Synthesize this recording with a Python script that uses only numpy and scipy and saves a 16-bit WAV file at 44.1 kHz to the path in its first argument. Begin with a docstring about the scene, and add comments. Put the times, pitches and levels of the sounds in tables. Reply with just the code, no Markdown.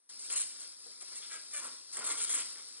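"""Stretch film peels off an upright roll with a fine sizzle of tiny snaps as hands turn a box on a turntable.
Dragged over the corners, the tacky film crinkles in bright bursts, drums on the box, rips free where it
sticks and squeaks where it slips; a thin tone rings briefly early on. Underneath, the box scrapes and
bumps in a small tiled room with a faint hiss.
Two closely spaced microphone ports hear it all, the left one without bass."""
import sys
import numpy as np
from scipy import signal
from scipy.fft import rfft, irfft
from scipy.io import wavfile

SR = 44100
rng = np.random.default_rng(int(sys.argv[2]) if len(sys.argv) > 2 else 0)


def dump(signal):
    """Clip the signal to [-1, 1] and save it as 16-bit WAV at the path in sys.argv[1]."""
    limited = np.clip(np.atleast_2d(signal).T, -1, 1)
    pcm = np.round(limited * 32767).astype(np.int16)
    wavfile.write(sys.argv[1], SR, pcm)


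N = 123479
T = np.arange(N) / SR

# tone of each layer (frequency [Hz], relative level [dB])
AIR_EQ = [(30, -31), (45, -10), (70, -40.5), (250, -4.5), (1000, -10), (3000, -16.5), (6000, -2),
          (7000, -17.5), (8500, 1.5), (9500, 0)]
BUMP_EQ = [(70, -56.5), (125, -47), (175, -7.5), (240, -7), (400, -0.5), (600, 4), (1000, -15.5),
           (3000, -43.5), (9000, -56.5)]
SCRAPE_EQ = [(100, -45), (230, -5), (450, -5), (600, -3), (830, -9.5), (1000, -2), (1150, 1), (1260, -5.5),
             (1380, 3), (1700, -15), (1900, -11.5), (2600, -12), (8000, -39)]
TONE_AND_SQUEAK_EQ = [(200, -33.5), (330, -18), (600, 2), (950, -12), (1190, 0.5), (1330, 11), (1600, 10),
                      (1800, 3), (2300, 9), (2600, 0.5), (2950, -2), (3350, -2), (4200, -11), (5000, -29.5),
                      (9000, -27)]
RIP_EQ = [(90, -68), (200, -29), (700, -14.5), (1100, -9.5), (1800, -3.5), (2500, 2.5), (3200, 2.5),
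          (3900, -14), (9000, -8)]
DRUM_EQ = [(80, -52), (140, -22.5), (230, -10), (450, 0.5), (750, -7.5), (1100, -3.5), (1400, -0.5),
           (1720, -6), (2200, 1), (2700, -14), (3300, -5), (5000, -11), (9000, -7)]
CRACKLE_EQ = [(100, -72), (250, -42.5), (800, -37.5), (2000, -34.5), (3200, -30), (4300, -28.5),
              (6000, -8.5), (6900, -5), (7400, -3), (8200, 2.5), (8700, -1.5), (9100, 1), (9500, -6)]
PEEL_EQ = [(90, -65.5), (150, -28), (240, -10.5), (500, -9), (800, -15.5), (1400, -12), (2000, -19),
           (3000, -23), (3600, -13), (4200, -3.5), (5000, 2.5), (5600, 2), (6300, -10.5), (6800, -6),
           (7300, -5), (8500, 0.5), (9500, -3)]

# knocks of the box on the turntable (time [s], level [dB])
BUMP_CUES = [(0.303, -53), (0.859, -58.5), (0.891, -69), (1.021, -56), (1.353, -60.5), (1.977, -49.5),
             (2.029, -54), (2.085, -56), (2.386, -58.5)]
# drags of the wrapped box (start [s], length [s], level [dB])
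SCRAPE_CUES = [(0.29, 0.042, -51.5), (1.546, 0.031, -52), (1.608, 0.042, -49), (1.947, 0.084, -48.5),
               (2.038, 0.092, -52.5), (2.31, 0.037, -50.5)]
# first row: a brief, thin ringing tone near 4.2 kHz; the other rows: film squeaks
# (start [s], length [s], pulse rate [Hz], end rate [Hz], level [dB], period jitter [0-1], roughness [0-1])
TONE_AND_SQUEAK_CUES = [(.343, .045, 4200, 4250, -35, .03, 0), (1.209, .04, 3300, 3480, -45.5, .1, 0),
                        (1.289, .072, 331, 322, -52, .025, .5), (1.523, .052, 601, 580, -47.5, .026, .7),
                        (2.172, .03, 3400, 3250, -46, .09, 0), (2.245, .075, 3200, 3380, -47, .09, 0)]
# stuck film coming free (start [s], length [s], level [dB])
RIP_CUES = [(.3, 0.0034, -43), (0.335, .103, -53), (2.1, 0.018, -57), (2.337, .085, -49)]
# film dragged over the corners (start [s], length [s], crackle level [dB], drum level [dB])
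CRINKLE_CUES = [(0.096, 0.0089, -50, -62), (0.189, 0.078, -44, -85), (0.299, 0.021, -37, -48.5),
                (0.321, 0.016, -30, -55), (0.331, 0.0096, -56, -50.5), (0.358, 0.024, -27.5, -53.5),
                (0.382, 0.012, -33.5, -55), (0.397, 0.021, -31.5, -53.5), (0.423, 0.01, -36, -69),
                (0.595, 0.049, -46, -60), (1.009, 0.018, -44, -56), (1.118, 0.038, -59, -56.5),
                (1.154, 0.029, -40, -70), (1.309, 0.055, -42.5, -54), (1.509, 0.043, -45.5, -58.5),
                (1.534, 0.066, -38.5, -70), (1.627, 0.048, -42, -56), (1.678, .05, -78, -69),
                (1.925, 0.045, -41, -54.5), (1.966, 0.008, -33.5, -45.5), (1.989, 0.0088, -38, -51),
                (2.016, 0.005, -41.5, -54), (2.04, 0.053, -35.5, -46.5), (2.065, 0.011, -33, -44.5),
                (2.087, 0.02, -40, -42), (2.1, 0.025, -31, -43.5), (2.127, 0.031, -47, -51),
                (2.171, 0.018, -34, -46.5), (2.198, 0.011, -34.5, -46.5), (2.213, 0.038, -31, -49.5),
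                (2.274, 0.018, -39, -51.5), (2.293, 0.037, -30, -45), (2.335, 0.022, -28, -45.5),
                (2.358, 0.052, -35, -47.5), (2.554, 0.045, -76, -53)]
# fader ride of the peel off the roll (time [s], level [dB])
PEEL_RIDE = [(.092, -48.5), (.2, -47.5), (.3, -42), (.5, -46.5), (.65, -45.5), (.76, -52), (.87, -47.5),
             (.98, -50), (1.1, -45), (1.28, -45), (1.48, -47.5), (1.72, -45.5), (1.86, -51), (1.95, -44),
             (2.45, -41.5), (2.6, -46.5), (2.8, -47.5)]
# stereo image of the two ports (frequency [Hz], left minus right [dB], left phase lead [rad])
PORT_IMAGE = [(300, 0, -.3), (1000, 4, -.6), (1500, 4, -.8), (2600, 4, -1.15), (3200, 5, -1.25),
              (3600, 9, -1.6), (4200, 9, -2.6), (4700, 6, -2.9), (5350, 5, -3.15), (6000, 2.5, -3.75),
              (6800, 0, -3.85), (7500, -1.5, -3.95), (8700, -.5, -3.8), (9100, 1.5, -3.9), (9500, 5, -4.0)]

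ATTACK_S, RELEASE_S = 0.0015, 0.0048  # default snappy envelope


def undb(db):
    """Decibels to gain."""
    return 10 ** (np.asarray(db) / 20)


def on_log_axis(hz, points, values):
    """Joins points by straight lines over log frequency."""
    return np.interp(np.log(hz + 1), np.log(points), values)


def eq(x, curve, size=2048):
    """Minimum-phase EQ of unit power, shaped by a (frequency [Hz], level [dB]) curve."""
    hz = np.arange(size // 2 + 1) * SR / size
    gain = undb(on_log_axis(hz, *np.array(curve).T))
    cepstrum = irfft(np.log(gain))
    cepstrum[1:size // 2] *= 2
    cepstrum[size // 2 + 1:] = 0
    response = irfft(np.exp(rfft(cepstrum)))
    return signal.fftconvolve(x, response / np.linalg.norm(response))[:N]


def clicks(per_s, scatter_db):
    """A grain bed of tiny random snaps of scattered size, rms 1."""
    size = undb(scatter_db * np.clip(rng.standard_normal(N), -2, 2))
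    polarity = np.sign(rng.standard_normal(N))
    snaps = size * polarity * (rng.random(N) < per_s / SR)
    return snaps / np.std(snaps)


def burst(start, length, attack_s=ATTACK_S, release_s=RELEASE_S):
    """Envelope with a linear attack; an exponential release sets in after the length."""
    rise = np.clip((T - start) / attack_s, 0, 1)
    return rise * np.exp(-np.maximum(T - start - length, 0) / release_s)


def crackle_envelope():
    """Strength of the crackle over time; overlapping bursts add in power."""
    return np.sqrt(sum((undb(db) * burst(start, length)) ** 2 for start, length, db, _ in CRINKLE_CUES))


def peel_envelope(start_s=0.0897, attack_s=0.0027):
    """Strength of the peel over time, with a sharp entry."""
    level_db = np.interp(T, *np.array(PEEL_RIDE).T)
    return undb(level_db) * np.clip((T - start_s) / attack_s, 0, 1)


def air(level_db=-67):
    """A faint, steady bed of hiss."""
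    return undb(level_db) * eq(rng.standard_normal(N), AIR_EQ)


def room(x, t60_s=0.54, predelay_s=0.0025, crossfades=12):
    """Diffuse reverb off hard walls and floor; crossfaded tails shift the echoes as the box turns."""
    t = T[:SR // 2]
    decay = np.exp(-np.log(1000) * t / t60_s) * (t > predelay_s)
    wet = np.zeros(N)
    for k in range(crossfades + 1):
        send = np.sqrt(np.maximum(1 - np.abs(T / T[-1] * crossfades - k), 0))
        tail = rng.standard_normal(len(t)) * decay
        wet += signal.fftconvolve(x * send, tail / np.linalg.norm(tail))[:N]
    return wet


def bumps():
    """The box knocks on the turntable, short and dull."""
    envelope = sum(undb(db) * burst(start, 0, release_s=0.018) for start, db in BUMP_CUES)
    return eq(envelope * rng.standard_normal(N), BUMP_EQ)


def scrapes():
    """The wrapped box drags and its hollow body answers with a low rasp."""
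    envelope = sum(undb(db) * burst(start, length, attack_s=0.057, release_s=0.041)
                   for start, length, db in SCRAPE_CUES)
    return eq(envelope * clicks(per_s=1100, scatter_db=0.5), SCRAPE_EQ)


def pulse_train(start, length, hz, end_hz, jitter, rough, count=500, scatter_db=2.5):
    """Gliding pulses of uneven period; roughness makes them strong and weak in turn."""
    rate = np.interp(np.arange(count) / hz, [0, length], [hz, end_hz])
    periods = (1 + jitter * rng.standard_normal(count)) / rate
    position = (start + np.cumsum(periods)) * SR
    size = undb(rough * scatter_db * rng.standard_normal(count))
    size *= 1 + .3 * rough * (-1) ** np.arange(count)
    size /= size.mean()
    index, part = position.astype(int), position % 1  # each pulse straddles two samples
    pulses = np.bincount(index, size * (1 - part), N)[:N] + np.bincount(index + 1, size * part, N)[:N]
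    return np.sqrt(SR / hz) * (pulses - hz / SR)


def tone_and_squeaks(spread_s=.004):
    """A brief, thin ringing tone near 4.2 kHz, then the stick-slip squeaks of the film."""
    pulses = np.zeros(N)
    for start, length, hz, end_hz, db, jitter, rough in TONE_AND_SQUEAK_CUES:
        swell = burst(start, length, attack_s=.35 * length, release_s=.02)
        pulses += undb(db) * swell * pulse_train(start, length, hz, end_hz, jitter, rough)
    chirp = signal.chirp(T[T < spread_s], f0=4830, t1=spread_s, f1=0)  # smears each pulse, treble first
    chirp /= np.abs(rfft(chirp)).max()
    return eq(signal.fftconvolve(pulses, chirp)[:N], TONE_AND_SQUEAK_EQ)


def rips():
    """Stuck film comes free all at once in a broad, dense rasp that stops abruptly."""
    envelope = sum(undb(db) * burst(start, length) for start, length, db in RIP_CUES)
    return eq(envelope * clicks(per_s=5000, scatter_db=1.5), RIP_EQ)


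def creases(count=900, low_hz=1814, high_hz=4395, decay_s=.011):
    """Small taut creases ping, each at its own pitch, louder as the film works harder."""
    t = T[:SR // 20]
    pings = np.zeros(N + len(t))
    for when, pitch, accent in rng.random((count, 3)):
        hz = low_hz + pitch * (high_hz - low_hz)
        onset = int(when * N)
        pings[onset:onset + len(t)] += undb(2 * accent) * np.sin(2 * np.pi * hz * t) * np.exp(-t / decay_s)
    radiated = np.diff(pings)[:N]  # small creases radiate high pitches best
    effort = np.hypot(crackle_envelope(), undb(0.5) * peel_envelope())
    return undb(-20) * effort * radiated / np.std(radiated)


def drumming():
    """The taut sheet drums on the box, giving the crinkles body and a longer tail."""
    power = sum((undb(db) * burst(start, length, release_s=0.023)) ** 2
                for start, length, _, db in CRINKLE_CUES)
    return eq(np.sqrt(power) * clicks(per_s=1300, scatter_db=2.5), DRUM_EQ)


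def crinkles():
    """Folds buckle over the corners in bright showers of cracks."""
    return eq(crackle_envelope() * clicks(per_s=3400, scatter_db=2.5), CRACKLE_EQ)


def peel():
    """Tacky film lets go of the roll in thousands of tiny snaps: a fine sizzle."""
    return eq(peel_envelope() * clicks(per_s=6000, scatter_db=1.5), PEEL_EQ)


def scene(reverb_db=-8, width_db=-11.5):
    """All sources, reverb and hiss sit in the centre; one more reverb on each side adds width."""
    direct = (peel() + crinkles() + drumming() + creases() + rips()
              + tone_and_squeaks() + scrapes() + bumps())
    centre = direct + undb(reverb_db) * room(direct) + air()
    return centre + undb(width_db) * np.array([room(direct), room(direct)])


def record(dry):
    """Two ports, apart in level and phase, ring just under a steep treble cut; the left has no bass."""
    left_cut_hz, ring_hz, ring_width_hz, top_hz = 1005, 9505, 288, 9660
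    size = 2 * N
    hz = np.arange(N + 1) * SR / size
    points, balance_db, lead_rad = np.array(PORT_IMAGE).T
    half_balance = undb(on_log_axis(hz, points, balance_db) / 2)  # each side takes half the image
    half_image = half_balance * np.exp(.5j * on_log_axis(hz, points, lead_rad))
    highpass = signal.butter(6, left_cut_hz, "high", fs=SR, output="sos")
    bass_cut = np.abs(signal.sosfreqz(highpass, hz, fs=SR)[1])
    ports = np.array([half_image * bass_cut, 1 / half_image])
    ring = 1 + undb(5.5) / (1 + 2j * (hz - ring_hz) / ring_width_hz)
    treble_cut = np.clip((top_hz - hz) / 100 + .5, 0, 1)
    return irfft(rfft(dry, size) * ports * ring * treble_cut, size)[:, :N]


dry = scene()
out = record(dry)
dump(out)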